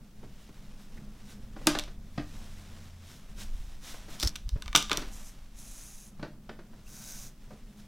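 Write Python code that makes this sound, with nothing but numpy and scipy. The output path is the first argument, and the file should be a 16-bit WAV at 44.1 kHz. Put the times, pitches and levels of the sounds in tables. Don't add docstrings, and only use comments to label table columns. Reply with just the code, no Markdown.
import sys
import numpy as np
from scipy import signal
from scipy.fft import rfft, irfft, next_fast_len
from scipy.io import wavfile
from scipy.ndimage import map_coordinates

SR = 44100
rng = np.random.default_rng(int(sys.argv[2]) if len(sys.argv) > 2 else 0)


def generate_wav(signal):
    frames = np.transpose(np.atleast_2d(signal))
    scaled = np.clip(frames, -1, 1) * 32767
    pcm = np.round(scaled).astype(np.int16)
    wavfile.write(sys.argv[1], SR, pcm)


N = 347067

# time_s, level_db
RUBBING = [(0, -69.5), (.2, -65), (.45, -62), (1.15, -62.5), (1.52, -64.5), (1.75, -51), (1.97, -68),
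           (2.38, -57.5), (2.8, -56.5), (2.95, -61.5), (3.75, -61.5), (4.25, -52), (4.45, -67.5),
           (5.0, -52), (5.4, -62.5), (6.4, -70), (6.75, -66), (7.87, -65)]
# centre_s, level_db, half_length_s
STROKES = [(.418, -65, .023), (.825, -64, 0.032), (1.307, -57.5, .037), (2.45, -63, 0.21),
           (3.12, -57, 0.056), (3.418, -49, 0.027), (3.617, -64, 0.13), (3.877, -48.5, .032),
           (3.948, -53, 0.037), (4.135, -53, .034), (7.525, -67, .018), (7.796, -63.5, .025)]
# freq_hz, relative_db
COTTON = [(150, -22.5), (250, 3.5), (413, -9), (593, -3), (1330, -5), (1510, -6), (3570, -7), (4550, -10),
          (5500, -8.5), (13000, -21), (15500, -25.5)]
# freq_hz, relative_db
BRUSH = [(880, -41), (1500, -0.5), (2400, -7), (2720, -6.5), (3720, 1), (4570, -6), (5400, -0.5),
         (15500, -14.5)]
STROKE_FOLDS_DB = -3


def rustle():
    strokes = swells(STROKES) * amp(0.87 * wobble(40))
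    rubbing = amp(curves(RUBBING)[0] + 1.5 * wobble(25))
    fold_gain = np.hypot(rubbing, amp(STROKE_FOLDS_DB) * strokes)
    folds = fold_gain * friction(COTTON, grain_db=1.5, rate=400)
    brushing = strokes * friction(BRUSH, grain_db=1.5, rate=810)
    return folds + brushing


# start_s, end_s, mid_pull_db,
# swell_db (middle over ends; negative is a dip), loss_db (start to end; negative is a gain)
PULLS = [(5.131, 5.286, -54.5, -2.5, -1.5), (5.586, 6.082, -51.5, 4, 5.5),
         (6.872, 7.275, -47.5, 10.5, -7.5)]
# freq_hz, relative_db
GLIDE_COLOURS = [
    [(1470, -44), (2500, -26), (4360, -10), (6020, 3.5), (14000, -7.5), (15400, -18.5), (15800, -28.5)],
    [(1470, -39), (2500, -9), (3030, -20), (3940, -7), (4320, -12.5), (6510, 2.5), (7590, -4.5),
     (10800, -3), (12600, -11.5), (13600, -16.5), (15100, -11.5), (15800, -20)],
    [(760, -45), (1300, -17), (1520, -5), (1710, -21), (2490, -12.5), (3130, -26), (3850, -8),
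     (4370, -11.5), (6300, 0.5), (7520, -8), (9770, -7.5), (13400, -13.5), (14800, -9), (15800, -18.5)],
]
PULL_ATTACK_DB_PER_S, PULL_RELEASE_DB_PER_S = 478, 380
PULL_FOLDS_DB = -9.5


def pulls():
    track, t = np.zeros(N), np.arange(N) / SR
    folds = amp(PULL_FOLDS_DB) * friction(COTTON, grain_db=0.5, rate=330)
    for (start, end, db, swell_db, loss_db), colour in zip(PULLS, GLIDE_COLOURS):
        way = np.clip((t - start) / (end - start), 0, 1) - .5
        level_db = db - swell_db * (2 * way) ** 2 - loss_db * way + 1.0 * wobble(12)
        glide = friction(colour, grain_db=2.0, rate=780)
        envelope = amp(level_db) * gate(start, end, PULL_ATTACK_DB_PER_S, PULL_RELEASE_DB_PER_S)
        track += envelope * (glide + folds)
    return track


# time_s, first_10_ms_db, bass_db, cutoff_hz (low for a soft contact)
KNOCKS = [(.229, -47.5, 3, 750), (.488, -51, 9, 1500), (1.562, -45, 3, 1700), (1.612, -48, 10, 1200),
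          (1.661, -38, 1.5, 1200), (1.671, -18.5, -3, 8000), (1.75, -30.5, -9.5, 3810),
          (1.876, -49, 2, 3460), (2.177, -30, 10, 2600), (3.941, -48, -8, 2520), (4.082, -49.5, -1, 1300),
          (4.228, -35, 5.5, 2200), (4.557, -46, 1.5, 1500), (4.751, -31.5, 5, 2510),
          (4.908, -37, -11.5, 6000), (4.916, -29.5, -4, 6500), (4.976, -36, -2, 2480), (5.02, -40, 5, 2970),
          (6.194, -42, 15, 2800), (6.227, -35, 5.5, 2440), (6.491, -41, -1, 2020), (6.589, -47, 10, 2200),
          (6.731, -58, -.5, 1200), (7.504, -51, -7, 800), (7.53, -55, -9, 816)]
# blow_db, loss_per_contact_db
SETTLE_LOSS = [(-45, 12.5), (-32.5, 7), (-17, 18.5)]
SETTLE_S, SETTLE_DULLING = .018, 0.78


def knocks(count=3):
    track = np.zeros(N)
    for s, db, bass_db, cut_hz in KNOCKS:
        loss_db = np.interp(db, *np.transpose(SETTLE_LOSS))
        for k in range(count):
            contact = knock(db - k * loss_db, bass_db, cut_hz * SETTLE_DULLING ** k)
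            add(track, s + k * SETTLE_S, contact)
    return track


# freq_hz, relative_db, t60_s
TABLE_MODES = [(157, -11.5, 0.8), (220.5, -11, 0.35), (297.5, 2.5, 0.27), (339, -0.5, 0.15), (536, -19, .2),
               (602, -3.5, 0.25), (655, -7, 0.17), (1060, -10.5, .16), (1178, -2, 0.082), (1510, -4, 0.16),
               (1612, -4.5, .15), (2000, -12, 0.15), (2460, -6.5, .12)]
# freq_hz, relative_db
THUD = [(60, -17.5), (150, 0.5), (320, 0.5), (700, -4.5), (1000, -7.5), (1700, -7.5), (2800, -11),
        (5000, -8.5), (9000, -23.5), (16000, -30)]


def knock(db, bass_db, cut_hz):
    t = np.arange(SR // 2) / SR
    contact_t60 = 0.026 * (8000 / cut_hz) ** .5
    rise = 1 - np.exp(-t * cut_hz / 5)
    thud = shaped(rng.standard_normal(len(t)) * amp(-60 * t / contact_t60) * rise, THUD)
    ring_db = -7.5 + 0.34 * (db + 32)
    blow = unit(thud) + amp(ring_db) * unit(ring(TABLE_MODES, t) * rise)

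    def softness(hz):
        bass = amp(along([(170, bass_db), (420, 0.011)], hz))
        return bass / (1 + (hz / cut_hz) ** 2) ** 0.85

    return in_room(amp(db) * struck(coloured(blow, softness)), wet_db=-6.5)


# time_s, first_10_ms_db, brightness_db_per_octave
CLICKS = [(1.671, -21, 9.5), (1.7885, -30.5, 2.5), (1.796, -35, 3), (1.8382, -46.5, .5), (4.2, -37.5, 4.5),
          (4.229, -33, 3), (4.357, -40, 0), (4.361, -41.5, 6), (4.492, -43.5, 4.5), (4.623, -42, 1),
          (4.66, -49, -3.5), (4.68, -41.5, -3.5), (4.73, -40.5, -2), (4.75, -21, -9.5), (4.753, -16.5, 0.5),
          (4.761, -18, 3.5), (4.775, -27.5, 2.5), (4.826, -37, 3), (4.897, -36, -1.5), (4.916, -25, -3),
          (4.931, -31.5, 3.5), (4.973, -30, 6)]
# freq_hz, relative_db
SNAP = [(200, -23), (800, -20.5), (1050, -2), (3500, 8.5), (6500, 0.5), (11000, -10.5), (13500, -13),
        (16000, -21)]
# freq_hz, relative_db, t60_s
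HARD_PART_MODES = [(1030, -1, 0.029), (1206, -0.5, 0.039), (1480, -3.5, .04), (1758, 3, 0.014),
                   (2290, -1.5, 0.026), (3200, -3.5, 0.023), (3720, -3, 0.033), (3560, 0.5, 0.037),
                   (3800, -2, 0.0092), (5820, 3.5, .015), (6200, -5.5, 0.0075)]


def clicks():
    track, t = np.zeros(N), np.arange(SR // 2) / SR
    for s, db, bright_db in CLICKS:
        graze = .055 * rng.standard_normal(len(t)) * amp(-60 * np.abs(t - .002) / .014)
        contact = graze + (np.arange(len(t)) == SR // 500)
        snap = unit(shaped(contact, SNAP))
        ringing = unit(signal.fftconvolve(contact, ring(HARD_PART_MODES, t))[:len(t)])
        click = snap + amp(-2.5) * ringing
        click = coloured(click, lambda hz: amp(bright_db * np.log2(np.clip(hz, 1000, 10000) / 3000)))
        wet_db = np.interp(db, [-30, -12], [-12, -6])
        add(track, s - .002, in_room(amp(db) * struck(click), wet_db))
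    return track


# centre_s, level_db, pitch_hz
BUMPS = [(4.243, -25, 45), (4.262, -19, 58.6), (4.47, -23, 34.7), (4.479, -34, 83), (4.538, -18, 42),
         (4.562, -25.5, 96), (4.664, -34, 60), (4.699, -29, 31)]
# time_s, level_db
SCRAPES = [(4.207, -39), (4.233, -26.5), (4.278, -30)]
# freq_hz, relative_db
GRIT = [(410, -37), (700, -39), (851, -15), (933, -22), (1360, -14), (2790, -15.5), (5490, 1.5),
        (6680, -11), (14100, -20.5), (15800, -27.5)]
# centre_s, level_db, half_length_s
WAFTS = [(.4, -55, 0.39), (1.95, -47, 0.38), (3.57, -40, 0.16), (4.7, -41.5, 0.41), (7.6, -58, .13)]
# freq_hz, relative_db
AIR = [(10, 0), (17, 7.5), (28, 2), (42, -4.5), (55, -10), (80, -16), (130, -27), (260, -61)]
SCRAPE_ATTACK_DB_PER_S, SCRAPE_RELEASE_DB_PER_S = 1100, 853.5
DRAUGHT_DB = -48.5


def handling():
    track, t = np.zeros(N), np.arange(-SR // 10, SR // 10) / SR
    for s, db, hz in BUMPS:
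        push = np.exp(-(t * hz / 0.45) ** 2) * np.sin(2 * np.pi * hz * t)
        add(track, s + t[0], amp(db) * push)
    catches = sum(amp(db) * gate(s, s, SCRAPE_ATTACK_DB_PER_S, SCRAPE_RELEASE_DB_PER_S)
                  for s, db in SCRAPES)
    rasp = catches * friction(GRIT, grain_db=4.0, rate=450)
    air = (amp(DRAUGHT_DB) + swells(WAFTS)) * friction(AIR, grain_db=2, rate=6)
    return track + rasp + air


# centre_s, level_db, pitch_hz
SQUEAKS = [(.982, -54, 1910), (6.872, -63, 2670)]
SQUEAK_HALF_S, SQUEAK_WIDTH_HZ = .006, 200


def squeaks():
    track = np.zeros(N)
    for s, db, pitch_hz in SQUEAKS:
        band = lambda hz: 1 / (1 + ((hz - pitch_hz) / SQUEAK_WIDTH_HZ) ** 2)
        tone = unit(coloured(rng.standard_normal(N), band))
        track += swells([(s, db, SQUEAK_HALF_S)]) * tone
    return track


# time_s, level_db
ROOM_LEVEL = [(0, -57.5), (1.25, -53.5), (4.95, -61), (5.3, -61), (6.1, -59.5), (6.6, -57), (7.87, -60.5)]
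# freq_hz, relative_db
ROOM_TONE = [(35, -31), (60, -18.5), (100, -4.5), (150, -2.5), (175, -9.5), (205, 2.5), (243, -9),
             (290, -16), (388, -18.5), (600, -23.5), (900, -29.5), (1500, -33), (4000, -54.5)]
# time_s, level_db
HUM_LEVEL = [(1.65, -72), (1.88, -55.5), (3.06, -50.5), (3.15, -63)]


def background():
    room = amp(curves(ROOM_LEVEL)[0] + 3) * friction(ROOM_TONE, grain_db=2, rate=8)
    pitch_hz = 86.1 + .1 * wobble(4.7)
    hum = unit(np.sin(2 * np.pi * np.cumsum(pitch_hz) / SR))
    return room + amp(-72.0) * hiss() + amp(curves(HUM_LEVEL)[0]) * hum


# freq_hz, relative_db
HISS = [(300, -3.5), (1500, -7.5), (5500, -7.5), (9000, -8.5), (15800, -8)]


def hiss():
    return unit(shaped(rng.standard_normal(N), HISS))


# freq_hz, t60_s
WALLS = [(100, 0.17), (400, 0.21), (1500, 0.28), (5000, 0.29), (14000, 0.18)]


def in_room(x, wet_db):
    hz, t, z = signal.stft(rng.standard_normal(len(x)), SR, nperseg=256)
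    decay = amp(-60 * t / along(WALLS, hz)[:, None])
    build_up = 1 - np.exp(-t / 0.0013)
    tail = signal.istft(z * decay * build_up, SR, nperseg=256)[1]
    return x + amp(wet_db) * signal.fftconvolve(x, tail / np.linalg.norm(tail))[:len(x)]


def friction(spectrum, grain_db, rate):
    grains = rng.standard_normal(N) * amp(grain_db * wobble(rate))
    return unit(shaped(grains, spectrum))


def ring(modes, t):
    strengths = amp(rng.normal(0, 2, len(modes))) * rng.choice([-1, 1], len(modes))
    return sum(strength * amp(db - 60 * t / t60) * np.sin(2 * np.pi * hz * t)
               for strength, (hz, db, t60) in zip(strengths, modes))


def struck(x):
    return x / np.sqrt(np.mean(x[:SR // 100] ** 2))


def swells(rows):
    t = np.arange(N) / SR
    return sum(amp(db) * np.exp(-.5 * ((t - s) / half) ** 2) for s, db, half in rows)


def gate(start, end, attack, release):
    t = np.arange(N) / SR
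    return amp(-attack * np.maximum(start - t, 0) - release * np.maximum(t - end, 0))


def amp(db):
    return 10 ** (np.asarray(db) / 20)


def unit(x):
    return x / np.sqrt(np.mean(x ** 2) + 1e-20)


def along(points, hz):
    f, v = np.transpose(points)
    return np.interp(np.log(hz + 1), np.log(f + 1), v)


def curves(rows):
    s, *cols = np.transpose(rows)
    return [np.interp(np.arange(N) / SR, s, c, left=-120, right=-120) for c in cols]


def wobble(rate):
    knots = rng.standard_normal(int(N * rate / SR) + 4)
    return map_coordinates(knots, [np.arange(N) * rate / SR])


def coloured(x, gain):
    m = 2 * next_fast_len(len(x) // 2 + 4096)
    cepstrum = irfft(np.log(np.maximum(gain(np.fft.rfftfreq(m, 1 / SR)), 1e-6)))
    cepstrum[1:m // 2] *= 2
    cepstrum[m // 2 + 1:] = 0
    return irfft(rfft(x, m) * np.exp(rfft(cepstrum)))[:len(x)]


def shaped(x, spectrum):
    return coloured(x, lambda hz: amp(along(spectrum, hz)))


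def add(track, s, x):
    start = max(round(s * SR), 0)
    track[start:start + len(x)] += x[:max(N - start, 0)]


def scene():
    mono = rustle() + pulls() + knocks() + clicks() + handling() + squeaks() + background()
    blurred_copy = in_room(mono, wet_db=-33) - mono
    side = amp(-71.5) * hiss() + blurred_copy
    return np.array([mono + side, mono - side])


TOP_HZ = 15850


def record(dry):
    m = next_fast_len(N + SR // 2)
    spectrum = rfft(np.clip(dry, -1, 1), m)
    in_band = np.fft.rfftfreq(m, 1 / SR) < TOP_HZ
    return irfft(spectrum * in_band, m)[:, :N]


dry = scene()
out = record(dry)
generate_wav(out)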